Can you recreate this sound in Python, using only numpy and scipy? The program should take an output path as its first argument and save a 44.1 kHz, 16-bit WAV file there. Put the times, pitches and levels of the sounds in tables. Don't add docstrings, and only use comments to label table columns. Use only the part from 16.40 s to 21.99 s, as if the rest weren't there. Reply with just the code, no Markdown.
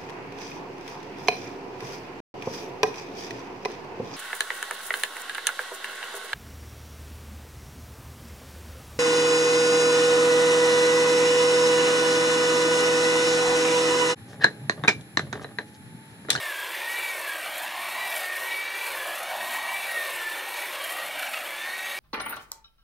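import sys
import numpy as np
from scipy import signal
from scipy.fft import rfft, irfft, next_fast_len
from scipy.io import wavfile
from scipy.ndimage import uniform_filter1d, map_coordinates

SR = 44100
rng = np.random.default_rng(int(sys.argv[2]) if len(sys.argv) > 2 else 0)


def wav_record(signal):
    frames = np.transpose(np.atleast_2d(signal))
    bounded = np.clip(frames, -1, 1)
    quanta = np.round(bounded * 32767).astype(np.int16)
    wavfile.write(sys.argv[1], SR, quanta)


N = 246519

PINION_TEETH, WHEEL_TEETH = 5, 49
FAN_BLADES = 6
COMMUTATOR_ORDER = 17
LISTENER_HEIGHT_M, CHEST_HEIGHT_M = 1.5, 1.5
SOUND_M_PER_S = 343
TOP_HZ = 15750

# freq_hz, relative_db
GEARBOX_SPECTRUM = [(100, -60), (500, -43), (1200, -11), (1650, 1), (2200, -0.5), (2750, 0.5), (3100, -2),
                    (4200, -6.5), (4900, -12.5), (6500, -14.5), (8000, -19.5), (15000, -25)]
# centre_hz, width_hz, lift_db
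GEAR_CASE_MODES = [(1881, 95, 7.5), (2299, 132, 8.5), (2740, 61, 3.5), (3510, 59, 4.5), (4310, 88, 4.5)]


def amp(db):
    return 10 ** (np.asarray(db) / 20)


def unit(x):
    return x / np.sqrt(np.mean(x ** 2) + 1e-20)


def clock():
    return np.arange(N) / SR


def curves(rows):
    time_s, *columns = np.transpose(rows)
    return [np.interp(clock(), time_s, column) for column in columns]


def eased(points):
    time_s, values = np.transpose(points)
    index = np.arange(len(time_s))
    place = np.interp(clock(), time_s, index)
    glide = np.sin(np.pi / 2 * (place % 1)) ** 2
    return np.interp(np.floor(place) + glide, index, values)


def wobble(knots_per_s):
    knots = rng.standard_normal(N // 16)
    return map_coordinates(knots, [clock() * knots_per_s], mode="wrap")


def filtered(x, response):
    size = next_fast_len(N + 8192)
    freq_hz = np.fft.rfftfreq(size, 1 / SR)
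    return irfft(rfft(x, size) * response(freq_hz), size)[:N]


def lift_db(freq_hz, modes):
    return sum(peak_db / (1 + (2 * (freq_hz - centre_hz) / width_hz) ** 2)
               for centre_hz, width_hz, peak_db in modes)


def coloured(x, spectrum, modes=()):
    knot_hz, knot_db = np.transpose(spectrum)

    def response(freq_hz):
        base_db = np.interp(np.log(freq_hz + 1), np.log(knot_hz), knot_db)
        return amp(base_db + lift_db(freq_hz, modes))

    return unit(filtered(x, response))


def noise(spectrum, modes=()):
    return coloured(rng.standard_normal(N), spectrum, modes)


def swung(x, patchy_db):
    bins = signal.stft(x, nperseg=1024)[2]
    field = rng.standard_normal(bins.shape)
    field = uniform_filter1d(field, size=3, axis=0)
    field = uniform_filter1d(field, size=9, axis=1)
    return unit(signal.istft(bins * amp(patchy_db * unit(field)))[1][:N])


def strokes(turns, out_db, back_db):
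    crank_rad = 2 * np.pi * turns * PINION_TEETH / WHEEL_TEETH
    return unit(amp(out_db * np.cos(crank_rad) + back_db * np.cos(2 * crank_rad)))


def clack(turns, decay_strokes, depth):
    stroke = (2 * turns * PINION_TEETH / WHEEL_TEETH) % 1
    return unit(1 + depth * np.exp(-stroke / decay_strokes))


def tone(turns, order, rough, flutter_db, spread_hz):
    skirt = wobble(spread_hz) + 1j * wobble(spread_hz)
    line = (1 + rough * skirt) / np.sqrt(1 + 2 * rough ** 2)
    line = line * amp(flutter_db * wobble(35))
    return unit(np.real(line * np.exp(2j * np.pi * order * turns)))


def outdoor_air():
    # freq_hz, relative_db
    air_spectrum = [(20, -16), (45, -4.5), (85, 0), (150, 0), (300, 2.5), (1000, -15), (8000, -39)]
    return amp(-69.0) * noise(air_spectrum)


def lawn(x, height_m, near, share, dull_hz, phase_rad):
    far_m, near_m = 8.07, 4.4
    near_echo_db = -5
    soft = filtered(x, lambda hz: share * np.exp(-1j * phase_rad) / (1 + (hz / dull_hz) ** 2))

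    def echo(distance_m):
        extra_path_m = 2 * height_m * LISTENER_HEIGHT_M / distance_m
        lag_s = extra_path_m / SOUND_M_PER_S
        return map_coordinates(soft, [(clock() - lag_s) * SR], order=1)

    return x + (1 - near) * echo(far_m) + near * amp(near_echo_db) * echo(near_m)


def snaps(rise_s, t60_s):
    # start_s, relative_level_db
    snap_rows = [(0.515, -24.5), (0.8127, -27), (1.1785, -19.5), (1.7612, -20), (2.8297, -24.5),
                 (3.3308, -27), (3.7611, -31), (4.4398, -22.5), (4.5201, -23.5), (4.792, -25),
                 (4.8239, -24.5)]
    spectrum = [(300, -50), (1500, -16), (5000, -10), (9000, 1), (12000, 3.5), (15700, -8)]
    force = np.zeros(N)
    for start_s, level_db in snap_rows:
        age_s = np.maximum(clock() - start_s, 0)
        force += amp(level_db - 60 * age_s / t60_s) * (1 - np.exp(-age_s / rise_s))
    return amp(-7.5) * force * noise(spectrum)


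def bites(turns, width_s):
    # centre_s, rasp_relative_db, mesh_db, mesh_octave_db
    bite_rows = [(4.333, -40, -54, -54), (4.356, -37, -59, -48), (4.412, -47, -52, -45),
                 (4.446, -47, -40, -40), (4.495, -44, -45, -43), (4.6, -40, -52, -55),
                 (4.797, -36.5, -37, -55), (4.831, -34.5, -33, -41), (4.871, -36, -46, -46),
                 (4.942, -32, -46, -31.5), (4.976, -35, -45, -40)]
    rasp, mesh, octave = sum(
        np.outer(amp(levels_db), np.exp(-((clock() - centre_s) / width_s) ** 2))
        for centre_s, *levels_db in bite_rows)
    squeal = mesh * tone(turns, order=PINION_TEETH, rough=.7, flutter_db=1, spread_hz=350)
    squeal += octave * tone(turns, order=2 * PINION_TEETH, rough=.35, flutter_db=1, spread_hz=250)
    return squeal + amp(2.5) * rasp * noise(GEARBOX_SPECTRUM, GEAR_CASE_MODES)


def cutting(turns, cut_db):
    # freq_hz, relative_db
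    foliage_spectrum = [(300, -50), (2000, -13), (4500, -6), (6000, -8.5), (7700, -1.5), (8600, -1),
                        (10300, 0.5), (12000, -4.5), (15000, -15)]
    blade_spectrum = [(3000, -49), (7500, -23), (8700, -2), (10000, -7), (11500, -0.5), (13100, 0.5),
                      (13800, -6), (14700, -3.5), (15600, -8)]
    ring_spectrum = [(6000, -50), (8000, -22), (8520, 1.5), (8700, -1), (8880, 1), (9150, -19),
                     (12000, -45)]
    # centre_hz, width_hz, lift_db
    steel_modes = [(9900, 240, 8.3), (11500, 200, 1.5), (12960, 260, 4)]
    shear_db, scrape_db = -3.5, -2
    tufts_db = cut_db + 0.67 * wobble(22)
    cracks = unit(amp(0.65 * wobble(1100) + 1.4 * wobble(90)))
    shear = amp(tufts_db + shear_db) * swung(noise(foliage_spectrum), patchy_db=4.0)
    scrape = amp(tufts_db + scrape_db) * swung(noise(blade_spectrum, steel_modes), patchy_db=2.4)
    ring = amp(-56.0) * swung(noise(ring_spectrum), patchy_db=4.5)
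    chatter = clack(turns, decay_strokes=0.39, depth=0.26) * strokes(turns, out_db=0.6, back_db=0.1)
    return (shear + scrape + ring) * cracks * unit(chatter)


def rattle(turns, sag, cut_db):
    # freq_hz, relative_db
    housing_spectrum = [(100, -39.5), (190, -17.5), (260, -14.5), (360, -7), (450, -9.5), (600, 2),
                        (900, 1), (1100, 1), (1350, -3), (1800, -10), (3000, -31), (6000, -64)]
    # time_s, level_db
    drone_rows = [(0, -42), (.7, -41.5), (1.5, -39.5), (2.25, -41.5), (3.05, -37), (3.55, -40.5),
                  (4.05, -41), (4.6, -39.3), (5.05, -42), (5.59, -42)]
    housing_follows, gear_follows = 0.33, 0.23
    gear_full_speed_db, gear_db_per_sag = -36.5, -1
    drone_db, = curves(drone_rows)
    effort_db = cut_db - cut_db.mean()
    housing_db = drone_db + housing_follows * effort_db + 0.77 * wobble(30)
    gear_db = gear_full_speed_db + gear_db_per_sag * sag
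    gear_db = gear_db + gear_follows * effort_db + 0.68 * wobble(25)
    housing = amp(housing_db) * swung(noise(housing_spectrum), patchy_db=1)
    housing = housing * clack(turns, decay_strokes=0.25, depth=0.27)
    knocks = rng.standard_normal(N) * clack(turns, decay_strokes=0.16, depth=0.41)
    knocks = knocks * amp(0.85 * wobble(300))
    gear = swung(coloured(knocks, GEARBOX_SPECTRUM, GEAR_CASE_MODES), patchy_db=2.24)
    return housing + amp(gear_db) * gear


def whine_gain(rule, pitch_hz, sag, raised_m, near):
    full_speed_db, db_per_sag, ringing, db_per_m, near_db, drift_db = rule
    level_db = full_speed_db + db_per_sag * sag
    level_db = level_db + ringing * lift_db(pitch_hz, GEAR_CASE_MODES)
    level_db = level_db + db_per_m * raised_m + near_db * near
    return amp(level_db + drift_db * wobble(11))


def motor(speed, turns, sag, raised_m, near):
    # time_s, level_db
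    mesh_rows = [(0, -33), (.2, -37), (.33, -46.5), (.48, -30.5), (.6, -43), (.92, -37), (1.1, -51),
                 (1.5, -39.5), (1.68, -33.5), (1.78, -44), (1.88, -33.5), (2.12, -37), (2.3, -47),
                 (2.5, -41), (2.69, -37), (2.82, -51), (3.3, -36), (3.42, -45), (3.57, -29.5), (3.72, -42),
                 (3.88, -34.5), (4.1, -46.5), (4.7, -56), (5.14, -45), (5.3, -36), (5.59, -41)]
    # cycles_per_turn, full_speed_db
    hum_rows = [(2, -53.5), (3, -52.5), (4, -51), (7, -49), (11, -59.5), (12, -58), (15, -61)]
    # full_speed_db, db_per_sag, case_lift_share, db_per_m_raised, near_db, drift_db
    fan_rule = (-46.5, -53, 1.09, 4, -2, 2.5)
    octave_rule = (-51, 2, -0.2, -1.5, 4, 2)
    commutator_rule = (-55, -130, .2, 0, 5, 2)
    hum_db_per_sag = -39
    shaft_db = -61
    fray = .28 + 2.5 * sag

    def line(order, flutter_db, spread_hz):
        return tone(turns, order, fray, flutter_db, spread_hz)

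    def gain(rule, order):
        return whine_gain(rule, order * speed, sag, raised_m, near)

    mesh_db, = curves(mesh_rows)
    mesh = amp(mesh_db) * line(PINION_TEETH, flutter_db=2.5, spread_hz=170)
    octave_order = 2 * PINION_TEETH
    octave = gain(octave_rule, octave_order) * line(octave_order, flutter_db=2.5, spread_hz=200)
    fan = gain(fan_rule, FAN_BLADES) * line(FAN_BLADES, flutter_db=2.0, spread_hz=160)
    whistle = gain(commutator_rule, COMMUTATOR_ORDER)
    whistle = whistle * line(COMMUTATOR_ORDER, flutter_db=3.5, spread_hz=120)
    hum = sum(amp(db) * line(round(order), flutter_db=1.5, spread_hz=90) for order, db in hum_rows)
    shaft = amp(shaft_db) * line(1, flutter_db=1.5, spread_hz=60)
    gears = (mesh + octave) * strokes(turns, out_db=-0.6, back_db=-0.4)
    return gears + fan + whistle + amp(hum_db_per_sag * sag) * hum + shaft


def scene():
    # time_s, shaft_turns_per_s
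    speed_rows = [(0, 369), (.17, 323), (.6, 387), (1.07, 311), (1.22, 317), (1.45, 370), (1.66, 389),
                  (1.88, 364), (2.12, 379), (2.42, 391), (2.66, 335), (3.0, 372), (3.43, 387), (3.68, 363),
                  (3.9, 350), (4.17, 381), (4.46, 316), (4.7, 313), (4.99, 253), (5.03, 258), (5.08, 338),
                  (5.39, 378), (5.59, 379)]
    # time_s, tool_height_m
    height_rows = [(0, 1.62), (.55, 1.91), (1.5, 0.84), (2.26, 1.975), (3.22, 0.88), (3.99, 2.02),
                   (4.85, 1.155), (5.25, 1.83)]
    # time_s, nearness_0_to_1
    nearness_rows = [(4.85, 0.03), (5.2, 1)]
    # time_s, level_db
    cutting_rows = [(0.0, -43.5), (0.45, -43.5), (0.51, -41.5), (1.09, -43.5), (1.23, -42), (1.28, -46),
                    (1.63, -41.5), (1.76, -37.5), (1.91, -45.5), (2.01, -40), (2.3, -48.5), (2.48, -40),
                    (2.94, -45), (3.14, -38), (3.21, -44.5), (3.53, -41), (4.13, -45), (4.19, -39.5),
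                    (4.39, -45), (4.51, -41.5), (4.75, -45), (4.81, -42.5), (5.17, -46), (5.59, -44)]
    speed = eased(speed_rows) * (1 + 0.004 * wobble(30))
    turns = np.cumsum(speed) / SR
    sag = 1 - speed / speed.max()
    height_m = eased(height_rows)
    raised_m = height_m - CHEST_HEIGHT_M
    near, = curves(nearness_rows)
    cut_db, = curves(cutting_rows)
    broad = rattle(turns, sag, cut_db) + cutting(turns, cut_db) + snaps(rise_s=.001, t60_s=0.036)
    tool = lawn(broad, height_m, near, share=0.66, dull_hz=1730, phase_rad=0.46)
    tool = tool + motor(speed, turns, sag, raised_m, near) + bites(turns, width_s=0.0072)
    mono = tool + outdoor_air()
    return np.array([mono, mono])


def record(dry):
    return np.array([filtered(channel, lambda hz: hz < TOP_HZ) for channel in dry])


dry = scene()
out = record(dry)
wav_record(out)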